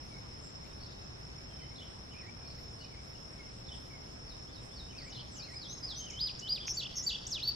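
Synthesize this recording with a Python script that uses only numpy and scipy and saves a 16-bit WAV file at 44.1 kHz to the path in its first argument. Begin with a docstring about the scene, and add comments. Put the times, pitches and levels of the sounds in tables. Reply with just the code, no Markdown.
"""A small songbird sings a rising series of paired whistles, sweeps and buzzes: near-pure gliding tones.
Other birds call further off with simpler gliding tones, and some hoarsely, with pitch that jumps about.
Crickets trill as narrow bands of noise and one pulsed tone; a katydid rasps in swells of high noise.
A twig snaps as a short dying ring, and traffic, leaves and hiss are coloured noise.
Trees scatter the birds and the snap back as a diffuse tail; a close pair of microphone ports listens."""
import sys
import numpy as np
from scipy import signal
from scipy.fft import rfft, irfft, next_fast_len
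from scipy.io import wavfile
from scipy.ndimage import uniform_filter1d

SR = 44100
rng = np.random.default_rng(int(sys.argv[2]) if len(sys.argv) > 2 else 0)


def master(y):
    """Save y as 16-bit WAV."""
    cut = np.clip(np.atleast_2d(y).T, -1, 1)
    pcm = np.round(cut * 32767)  # scale
    wavfile.write(sys.argv[1], SR, pcm.astype(np.int16))


N = 332955
T = np.arange(N) / SR   # time of every sample in seconds
CUTOFF_HZ = 15500       # top of the sound

# Traffic, leaves and hiss, the same in both ports. Each row: pitch in Hz, level in dB per Hz.
AIR_SAME = [(25, -83), (45, -72.5), (63, -69.5), (92, -75.5), (120, -71.5), (165, -77.5), (250, -82.5),
            (500, -88), (1000, -92.5), (1700, -97.3), (3000, -101), (4300, -101), (6300, -104),
            (7500, -110), (10000, -117), (12000, -123), (14500, -133)]
# The part of it that is opposite in the two ports. Each row: pitch in Hz, level in dB per Hz.
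AIR_OPPOSITE = [(25, -118), (60, -104), (120, -91.5), (250, -83), (1000, -90.5), (1700, -93.5), (4300, -99),
                (6300, -102), (7500, -105), (10000, -109), (12000, -112), (14500, -116)]
# Bands in which the hiss flickers, each reaching up to the next. Each row: low edge in Hz, spread in dB.
FLICKER_BANDS = [(800, 1.3), (1200, 1.3), (1800, 1.3), (2600, 1.3), (3500, 1.3), (4500, .5), (6200, 2),
                 (7600, 3), (9000, 4.5), (10200, 4.5), (11500, 5.5), (13000, 6)]

# Far cricket chorus. Each row: pitch in Hz, width of each resonance in Hz,
# average level in dB of the part alike in both ports, and of the part opposite in them.
CRICKET_CHORUS = [(5172, 250, -63.5, -76), (5340, 190, -60, -59.5), (5830, 150, -74, -80),
                  (10700, 100, -90, -85)]
# One near cricket. The row: pitch in Hz, pulses per second, sounding share of a pulse (0-1), level in dB.
NEAR_CRICKET_WING = (5366, 38.45, 0.72, -53)
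# The katydid's rasps. Each row: middle of the rasp in seconds, level in dB.
KATYDID_RASPS = [(.45, -66), (1.52, -68), (2.52, -72), (3.032, -68), (3.76, -65), (4.65, -64.5),
                 (5.55, -62)]
# A twig snaps. The row: level in dB, ringing pitch in Hz, decay time in seconds.
TWIG_SNAP = (-26.5, 2500, 0.00089)
SNAP_START_S = 6.6812

# Hoarse chirps of distant birds. Each row: start in seconds, end in seconds, first pitch in Hz,
# last pitch in Hz, random pitch scatter in Hz, level in dB.
HOARSE_CHIRPS = [(0.8, .862, 4350, 4800, 298, -55.5), (.843, 0.908, 3750, 3750, 250, -64.5),
                 (2.454, 2.537, 4440, 4700, 303, -59.5), (2.575, 2.61, 4400, 4250, 250, -64),
                 (2.789, 2.828, 4730, 4400, 200, -56.5), (2.82, 2.858, 3850, 3700, 150, -65)]
# Single faint gliding tones, mostly distant birds; the highest, at .42 and 4.65 s, go with the katydid's
# rasps. Each row: start in seconds, length in seconds, first pitch in Hz, last pitch in Hz, level in dB.
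FAINT_GLIDES = [(.1, .075, 2320, 2180, -57), (.42, .065, 7450, 7490, -59), (.62, .06, 1800, 2700, -64),
                (.69, .05, 3750, 3660, -65), (.83, .2, 3780, 3800, -67), (1.02, .06, 2700, 2500, -65),
                (1.36, .05, 2000, 2350, -65), (1.49, .05, 3300, 3080, -62), (1.55, .12, 3080, 3040, -61),
                (1.595, .02, 2550, 2150, -61), (1.615, .05, 2030, 2130, -58), (1.7, .04, 2100, 2260, -60),
                (2.803, .036, 2870, 2970, -54), (2.835, .028, 2720, 2350, -58),
                (2.915, .045, 2350, 2050, -58), (2.41, .06, 2330, 2450, -62), (2.965, .04, 2330, 2250, -63),
                (3.14, .03, 2950, 2800, -63), (3.36, .07, 2270, 2120, -58), (3.9, .07, 2310, 2120, -56),
                (4.65, .11, 8080, 8420, -67), (4.89, .09, 6100, 6300, -60), (4.968, .03, 5620, 4200, -46),
                (5.0, .036, 3590, 5250, -52), (5.18, .035, 5340, 4200, -51), (5.31, .09, 6000, 6250, -56),
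                (5.1, .035, 2900, 3020, -58), (5.688, .035, 3650, 4140, -46), (5.64, .045, 3100, 3600, -54),
                (5.95, .06, 4300, 4600, -56), (6.596, .025, 2950, 3600, -43), (6.615, .03, 3600, 2950, -48),
                (6.97, .055, 2000, 1980, -60)]
GLIDE_PEAK, GLIDE_EARLY = .55, .6        # share of the length at the peak; share of the glide done by then
GLIDE_IN_DB, GLIDE_OUT_DB = -8, -6       # level of the two ends against the peak
# Phrases that distant birds repeat, by name. Each row: seconds from the phrase start, pitch in Hz, level in dB.
FAR_PHRASES = { "carol": [(0, 2750, -7), (.025, 3080, 0), (.035, 2700, -6), (.045, 2330, -2),
               (.065, 2450, 0), (.09, 2750, -5), (.113, 2250, -1), (.145, 1830, -3), (.18, 2260, -1),
               (.207, 2400, -5)], "step down": [(0, 3130, -3), (.05, 3130, 0), (.08, 2900, -5),
               (.11, 2280, -7), (.128, 2120, -10)], "warble": [(0, 3300, -6), (.009, 4300, -5),
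               (.014, 4450, -30), (.021, 4350, -10), (.031, 3400, -1), (.04, 3680, -3), (.047, 3150, -9),
               (.056, 2900, -6), (.066, 3080, -2), (.076, 3560, -1), (.087, 3050, 0), (.098, 2500, -15)], }
# When distant birds sing them. Each row: phrase name, start in seconds, length in seconds,
# pitch as a multiple of the phrase's own, level in dB.
FAR_SONG = [("warble", 1.755, .098, .99, -49.5), ("carol", 2.1, .205, .995, -56.5),
            ("step down", 6.0, .128, 1.001, -49), ("warble", 3.658, .098, 1.01, -50),
            ("carol", 4.887, .21, 1.005, -57.5), ("warble", 5.122, .098, .995, -48),
            ("carol", 5.36, .21, 1.02, -58)]

# The singer's syllables, learnt gestures, by name. Each row: seconds from the start, pitch in Hz, level in dB.
GESTURES = { "slide": [(0, 4950, -4), (.03, 4350, -5), (.052, 3720, 0), (.068, 3780, -5)],
            "pip": [(0, 3080, -9), (.028, 3540, 0), (.05, 3480, -10)], "long fall": [(0, 8300, -26),
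            (.03, 7750, -16), (.065, 6930, -12), (.08, 5830, -2), (.092, 4920, 0), (.109, 4400, -7)],
            "hook": [(0, 3600, -6), (.011, 4120, -3), (.022, 4290, 0), (.035, 3980, -8)],
            "hold and fall": [(0, 4860, -13), (.012, 5020, 0), (.026, 5040, 0), (.036, 5020, -9),
            (.05, 4960, -10), (.074, 4100, -6), (.098, 3470, -7.5), (.118, 3170, -14)],
            "high rise": [(0, 5860, -14), (.02, 6010, -1), (.047, 6340, -1), (.063, 6380, 0)],
            "chip": [(0, 8900, -32), (.0085, 5120, 0), (.0175, 8100, -11)], "arch": [(0, 2930, -21),
            (.052, 3130, -12), (.065, 3810, -10), (.078, 4810, 0), (.092, 4910, -3), (.108, 4940, .5),
            (.127, 4920, -3), (.145, 3660, -11), (.168, 2280, -18)], "climb": [(0, 5950, -5),
            (.019, 7000, 0), (.039, 7550, -6)], "trill": [(0, 4560, -12), (.008, 4600, -2), (.019, 4590, 0),
            (.025, 4380, -15), (.031, 4100, -6), (.039, 3700, -9), (.052, 2560, -16), (.067, 3610, -11),
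            (.08, 2570, -17), (.0935, 3550, -7), (.1065, 2530, -20)], "plunge": [(0, 5230, -1.5),
            (.014, 8300, -22), (.021, 7700, -36), (.031, 6950, -21), (.052, 5900, -8), (.063, 5150, 0),
            (.074, 4160, -7), (.104, 3080, -8.5), (.126, 2280, -19.5)], "swell": [(0, 2520, -19),
            (.01, 3690, -11), (.025, 4300, -7), (.037, 4450, -15), (.048, 4540, -6), (.058, 4550, -11),
            (.066, 4560, 2.5), (.077, 4560, -2.5), (.089, 4550, -4), (.097, 4540, -20)], }
# The song, mostly in pairs and growing louder. Each row: syllable name, start in seconds,
# length in seconds, pitch as a multiple of the gesture's own, level in dB.
SINGER_SONG = [("slide", 4.27, .067, 1.005, -55), ("pip", 4.47, .05, 1.005, -59),
               ("slide", 4.522, .065, .995, -53), ("pip", 4.7, .05, .995, -61),
               ("slide", 4.75, .077, .995, -49.5), ("long fall", 5.032, .109, 1.005, -49.5),
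               ("hook", 5.15, .032, .995, -47), ("long fall", 5.308, .109, .995, -42.5),
               ("hook", 5.42, .038, 1.005, -43), ("hold and fall", 5.552, .122, 1.005, -41.5),
               ("high rise", 5.68, .065, 1.005, -43), ("hold and fall", 5.826, .116, .995, -36),
               ("high rise", 5.955, .06, .995, -40.5), ("chip", 6.0965, .017, .99, -38),
               ("arch", 6.135, .168, 1.01, -30.5), ("chip", 6.3865, .018, 1.01, -35.5),
               ("arch", 6.42, .167, .99, -29.5), ("climb", 6.731, .037, 1.005, -42),
               ("trill", 6.768, .107, .995, -27.5), ("climb", 7.021, .041, .995, -39),
               ("trill", 7.062, .106, 1.005, -26.5), ("plunge", 7.266, .126, 1.001, -28.5),
               ("swell", 7.416, .094, 1.001, -27)]
# Upper partials, multiples of the main tone: almost none near 9 kHz, strongest near 12.5 kHz.
# Each row: the partial's own pitch in Hz, level in dB against the main tone when that stands at -31 dB.
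UPPER_PARTIALS = [(9000, -65), (10500, -32), (12500, -21.5), (13700, -28), (15000, -31)]
# The singer's buzzed notes. Each row: start in seconds, end in seconds, level in dB.
BUZZED_NOTES = [(6.6642, 6.735, -36), (6.9516, 7.024, -36)]
BUZZ_START_HZ, BUZZ_END_HZ = 6030, 5660        # middle of the pitch swing
VIBRATO_HZ, BUZZ_SWING_HZ = 150.5, 660         # swings per second; size of the swing at the start
BUZZ_DIP_DB = 4                                # by the end, this much quieter at the top of a swing
BUZZ_ROUGH_HZ, BUZZ_ROUGH_DB = 55, 2.0         # random pitch and level

# The singer starts facing away, so the trees return more of the early song.
# Each row: time in seconds, level sent to the trees in dB.
SINGER_TO_TREES = [(5.9, -6.5), (6.3, -9.5)]
TREES_T60_S, TREES_CUT_HZ = 0.7, 9000          # time for the tail to fall by 60 dB; dullness
EARLY_T60_S, EARLY_DB = .2, -3                 # the nearest crowns give an extra, quickly dying start


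def amp(db):
    """Turn dB into a plain multiplier."""
    return 10 ** (np.asarray(db) / 20)


def rms_one(x):
    """Scale a sound so that its average (rms) level is 1."""
    return x / np.sqrt(np.mean(x ** 2) + 1e-20)


def drift(rate_hz):
    """Smooth random wandering with spread 1, made at a fortieth of the sample rate."""
    r = np.exp(-80 * np.pi * rate_hz / SR)
    noise = rng.standard_normal(N // 40 + 2002)
    slow = signal.lfilter([1], [1, -2 * r, r * r], noise)[2000:]   # drop the run-in
    return np.interp(np.arange(N) / 40, np.arange(len(slow)), rms_one(slow))


def resonance(x, hz, width_hz):
    """Let through a narrow band, as a ringing body does, with gain 1 at its peak."""
    r = np.exp(-np.pi * width_hz / SR)
    top = np.array([1, 0, -1]) * (1 - r * r) / 2
    return signal.lfilter(top, [1, -2 * r * np.cos(2 * np.pi * hz / SR), r * r], x)


def lagged(x, lag_s):
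    """Sound from one side: it reaches the left port later than the right (earlier if negative)."""
    return np.array([np.interp(T - lag_s, T, x), x])


def air(spectrum):
    """Coloured noise, steady in the bass, flickering band by band above, most in the treble."""
    size = next_fast_len(N)
    hz = np.maximum(np.arange(size // 2 + 1) * SR / size, 1)
    table_hz, table_db = np.transpose(spectrum)
    colour = amp(np.interp(np.log(hz), np.log(table_hz), table_db)) * np.sqrt(SR / 2)
    noise = rfft(rng.standard_normal(size)) * colour
    out = irfft(noise * (hz < FLICKER_BANDS[0][0]), size)[:N]
    for (low_hz, spread_db), (high_hz, _) in zip(FLICKER_BANDS, FLICKER_BANDS[1:] + [(CUTOFF_HZ, 0)]):
        band = irfft(noise * (hz >= low_hz) * (hz < high_hz), size)[:N]
        # the subtracted part keeps the average power about the same
        out += amp(spread_db * (drift(9.0) - spread_db / 9)) * band
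    return out


def cricket_chorus():
    """Many far wings blur into narrow noise bands whose level wavers."""
    out = np.zeros((2, N))
    for hz, width_hz, same_db, opposite_db in CRICKET_CHORUS:
        noise = rng.standard_normal((2, N))
        same, opposite = resonance(resonance(noise, hz, width_hz), hz, width_hz)
        swell = amp(1.06 * drift(14.0))
        out += swell * (amp(same_db) * rms_one(same) + amp(opposite_db) * rms_one(opposite) * [[1], [-1]])
    return out


def near_cricket():
    """One near wing keeps its separate pulses; each stroke slows a little, so its pitch sags."""
    hz, per_s, share, db = NEAR_CRICKET_WING
    turn = (per_s * T + 0.03 * drift(1.7)) % 1   # place within the pulse, 0 to 1
    stroke = np.minimum(2.2 * np.sin(np.pi * np.clip(turn / share, 0, 1)), 1)   # steep edges, flat top
    pitch = hz + 12 * drift(8.2) - 60 * (turn - share / 2)
    uneven_db = 2.2 * drift(12.0)
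    wing = amp(db + uneven_db) * stroke * np.sin(2 * np.pi * np.cumsum(pitch) / SR)
    return lagged(wing, 2.6e-5)


def katydid():
    """Each rasp is a swell of high noise, mostly opposite in the two ports."""
    swell = sum(amp(db) * np.exp(-((T - s) / 0.041) ** 2) for s, db in KATYDID_RASPS)
    band = signal.butter(2, [7100, 8500], "band", fs=SR, output="sos")
    same, opposite = signal.sosfilt(band, rng.standard_normal((2, N)))
    return swell * (amp(-8) * rms_one(same) + rms_one(opposite) * [[1], [-1]])


def twig_snap():
    """A click rings for a few cycles and dies away."""
    db, hz, decay_s = TWIG_SNAP
    t = np.clip(T - SNAP_START_S, 0, 1)
    return amp(db) * np.sin(2 * np.pi * hz * t) * np.exp(-t / decay_s)


def sway(x, depth_s):
    """Moving leaves stretch and shorten the path, which blurs the pitch."""
    return np.interp(T + depth_s * drift(11.5), T, x)


def trees(x):
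    """Scattered echoes from three stands of trees that each sway in their own time, dull and dying."""
    t, size, out = T[:SR], next_fast_len(N + SR), 0
    dull = signal.butter(2, TREES_CUT_HZ, fs=SR, output="sos")
    fade = amp(-60 * t / TREES_T60_S) + amp(EARLY_DB - 60 * t / EARLY_T60_S)
    fade *= np.clip(t / .014, 0, 1)   # the nearest trees stand a few metres off
    for _ in range(3):
        common, own = rng.standard_normal(SR), rng.standard_normal((2, SR))   # shared; one per port
        echoes = signal.sosfilt(dull, (0.85 * common + own) * fade)
        echoes /= np.sqrt(3 * np.sum(echoes ** 2, axis=1, keepdims=True))
        out = out + rfft(sway(x, 0.00022), size) * rfft(echoes, size)
    return irfft(out, size)[:, :N]


def branches(x, db):
    """A few quick echoes from the nearest wood make gliding notes beat."""
    lags_s = rng.uniform(0.00099, .012, size=3)
    return x + amp(db) * sum(np.interp(T - lag_s, T, x) for lag_s in lags_s)


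def whistle(t, hz, db, count):
    """A near-pure tone with soft ends; any upper partials are faint, fainter still in quiet notes."""
    edge = np.clip(np.minimum(t - t[0], t[-1] - t) / 0.0031, 0, 1)
    phase = 2 * np.pi * np.cumsum(hz) / SR
    tone = np.sin(phase)
    for k in range(2, count + 1):
        partial_db = np.interp(k * hz, *np.transpose(UPPER_PARTIALS)) + 0.64 * (db + 31)
        tone += amp(partial_db) * np.sin(k * phase) * (k * hz < SR / 2)
    return amp(db) * edge * tone


def notes(breaths, count, round_s):
    """Sound each breath, a list of points; the voice rounds the corners of its pitch and level."""
    out = np.zeros(N)
    width = max(int(round_s * SR), 1)
    for rows in breaths:
        s, hz, db = np.transpose(rows)
        a, b = int(s.min() * SR), int(s.max() * SR)
        pitch = uniform_filter1d(np.interp(T[a:b], s, hz), width, mode="nearest")
        level_db = uniform_filter1d(np.interp(T[a:b], s, db), width, mode="nearest")
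        out[a:b] += whistle(T[a:b], pitch, level_db, count)
    return out


def sung(events, shapes):
    """Move each event's shape to its time, length, pitch and level."""
    breaths = []
    for name, start, length, pitch, event_db in events:
        stretch = length / shapes[name][-1][0]
        breaths.append([(start + s * stretch, hz * pitch, db + event_db) for s, hz, db in shapes[name]])
    return breaths


def glided():
    """Each glide swells to its peak, then fades as it runs on to its last pitch."""
    breaths = []
    for start, length, hz0, hz1, db in FAINT_GLIDES:
        peak = (start + GLIDE_PEAK * length, hz0 + GLIDE_EARLY * (hz1 - hz0), db)
        breaths.append([(start, hz0, db + GLIDE_IN_DB), peak, (start + length, hz1, db + GLIDE_OUT_DB)])
    return breaths


def hoarse_birds():
    """A hoarse voice: the pitch jumps about at random within the note."""
    out, scatter = np.zeros(N), drift(150.0)
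    for start, end, hz0, hz1, scatter_hz, db in HOARSE_CHIRPS:
        a, b = int(start * SR), int(end * SR)
        pitch = np.linspace(hz0, hz1, b - a) + scatter_hz * scatter[a:b]
        out[a:b] += whistle(T[a:b], pitch, db, count=1)
    return out


def far_tones():
    """Distant birds' phrases and the faint glides, tones without partials whose level flutters."""
    breaths = sung(FAR_SONG, FAR_PHRASES) + glided()
    return notes(breaths, count=1, round_s=0.004) * amp(2.6 * drift(70.0))


def buzzes():
    """The pitch swings so fast that the note turns into a rough buzz; the swing narrows as it goes."""
    out, shake, lumps = np.zeros(N), drift(120.0), drift(90.0)
    for start, end, db in BUZZED_NOTES:
        a, b = int(start * SR), int(end * SR)
        t, part = T[a:b], np.linspace(0, 1, b - a)
        centre = BUZZ_START_HZ + (BUZZ_END_HZ - BUZZ_START_HZ) * part
        swing = np.sin(2 * np.pi * VIBRATO_HZ * (t - start))
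        pitch = centre + BUZZ_SWING_HZ * (1 - 0.5 * part) * swing + BUZZ_ROUGH_HZ * shake[a:b]
        level_db = db - BUZZ_DIP_DB * swing * part + BUZZ_ROUGH_DB * lumps[a:b]
        fade = np.minimum(np.minimum(part / .15, (1 - part) / .25), 1)   # in and out
        out[a:b] += whistle(t, pitch, level_db, count=2) * fade
    return out


def singer_bird():
    """The main song: whistled syllables and buzzes; moving air makes the sound flutter."""
    song = notes(sung(SINGER_SONG, GESTURES), count=3, round_s=0.0029)
    return (song + buzzes()) * amp(1.5 * drift(60.0))


def scene():
    """The singer straight ahead, the others with more echo, all over the air and the insects."""
    ground = air(AIR_SAME) + air(AIR_OPPOSITE) * [[1], [-1]]
    insects = cricket_chorus() + near_cricket() + katydid()
    snap, hoarse, far, singer = twig_snap(), hoarse_birds(), far_tones(), singer_bird()
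    singer_send = amp(np.interp(T, *np.transpose(SINGER_TO_TREES))) * singer
    wet = trees(singer_send + amp(-6) * far + amp(-2.5) * hoarse + amp(-15) * snap)
    wet *= amp(2.4 * drift(30.0))   # stirring leaves break up the echoes
    distant = lagged(branches(far + amp(-1.5) * hoarse, -11), 4.5e-5) + lagged(snap, -6e-5)
    near = branches(singer, -16)
    return ground + insects + wet + distant + near


def record(dry):
    """Cut the top steeply."""
    return signal.sosfilt(signal.cheby2(14, 70, CUTOFF_HZ, fs=SR, output="sos"), dry)


dry = scene()
out = record(dry)
master(out)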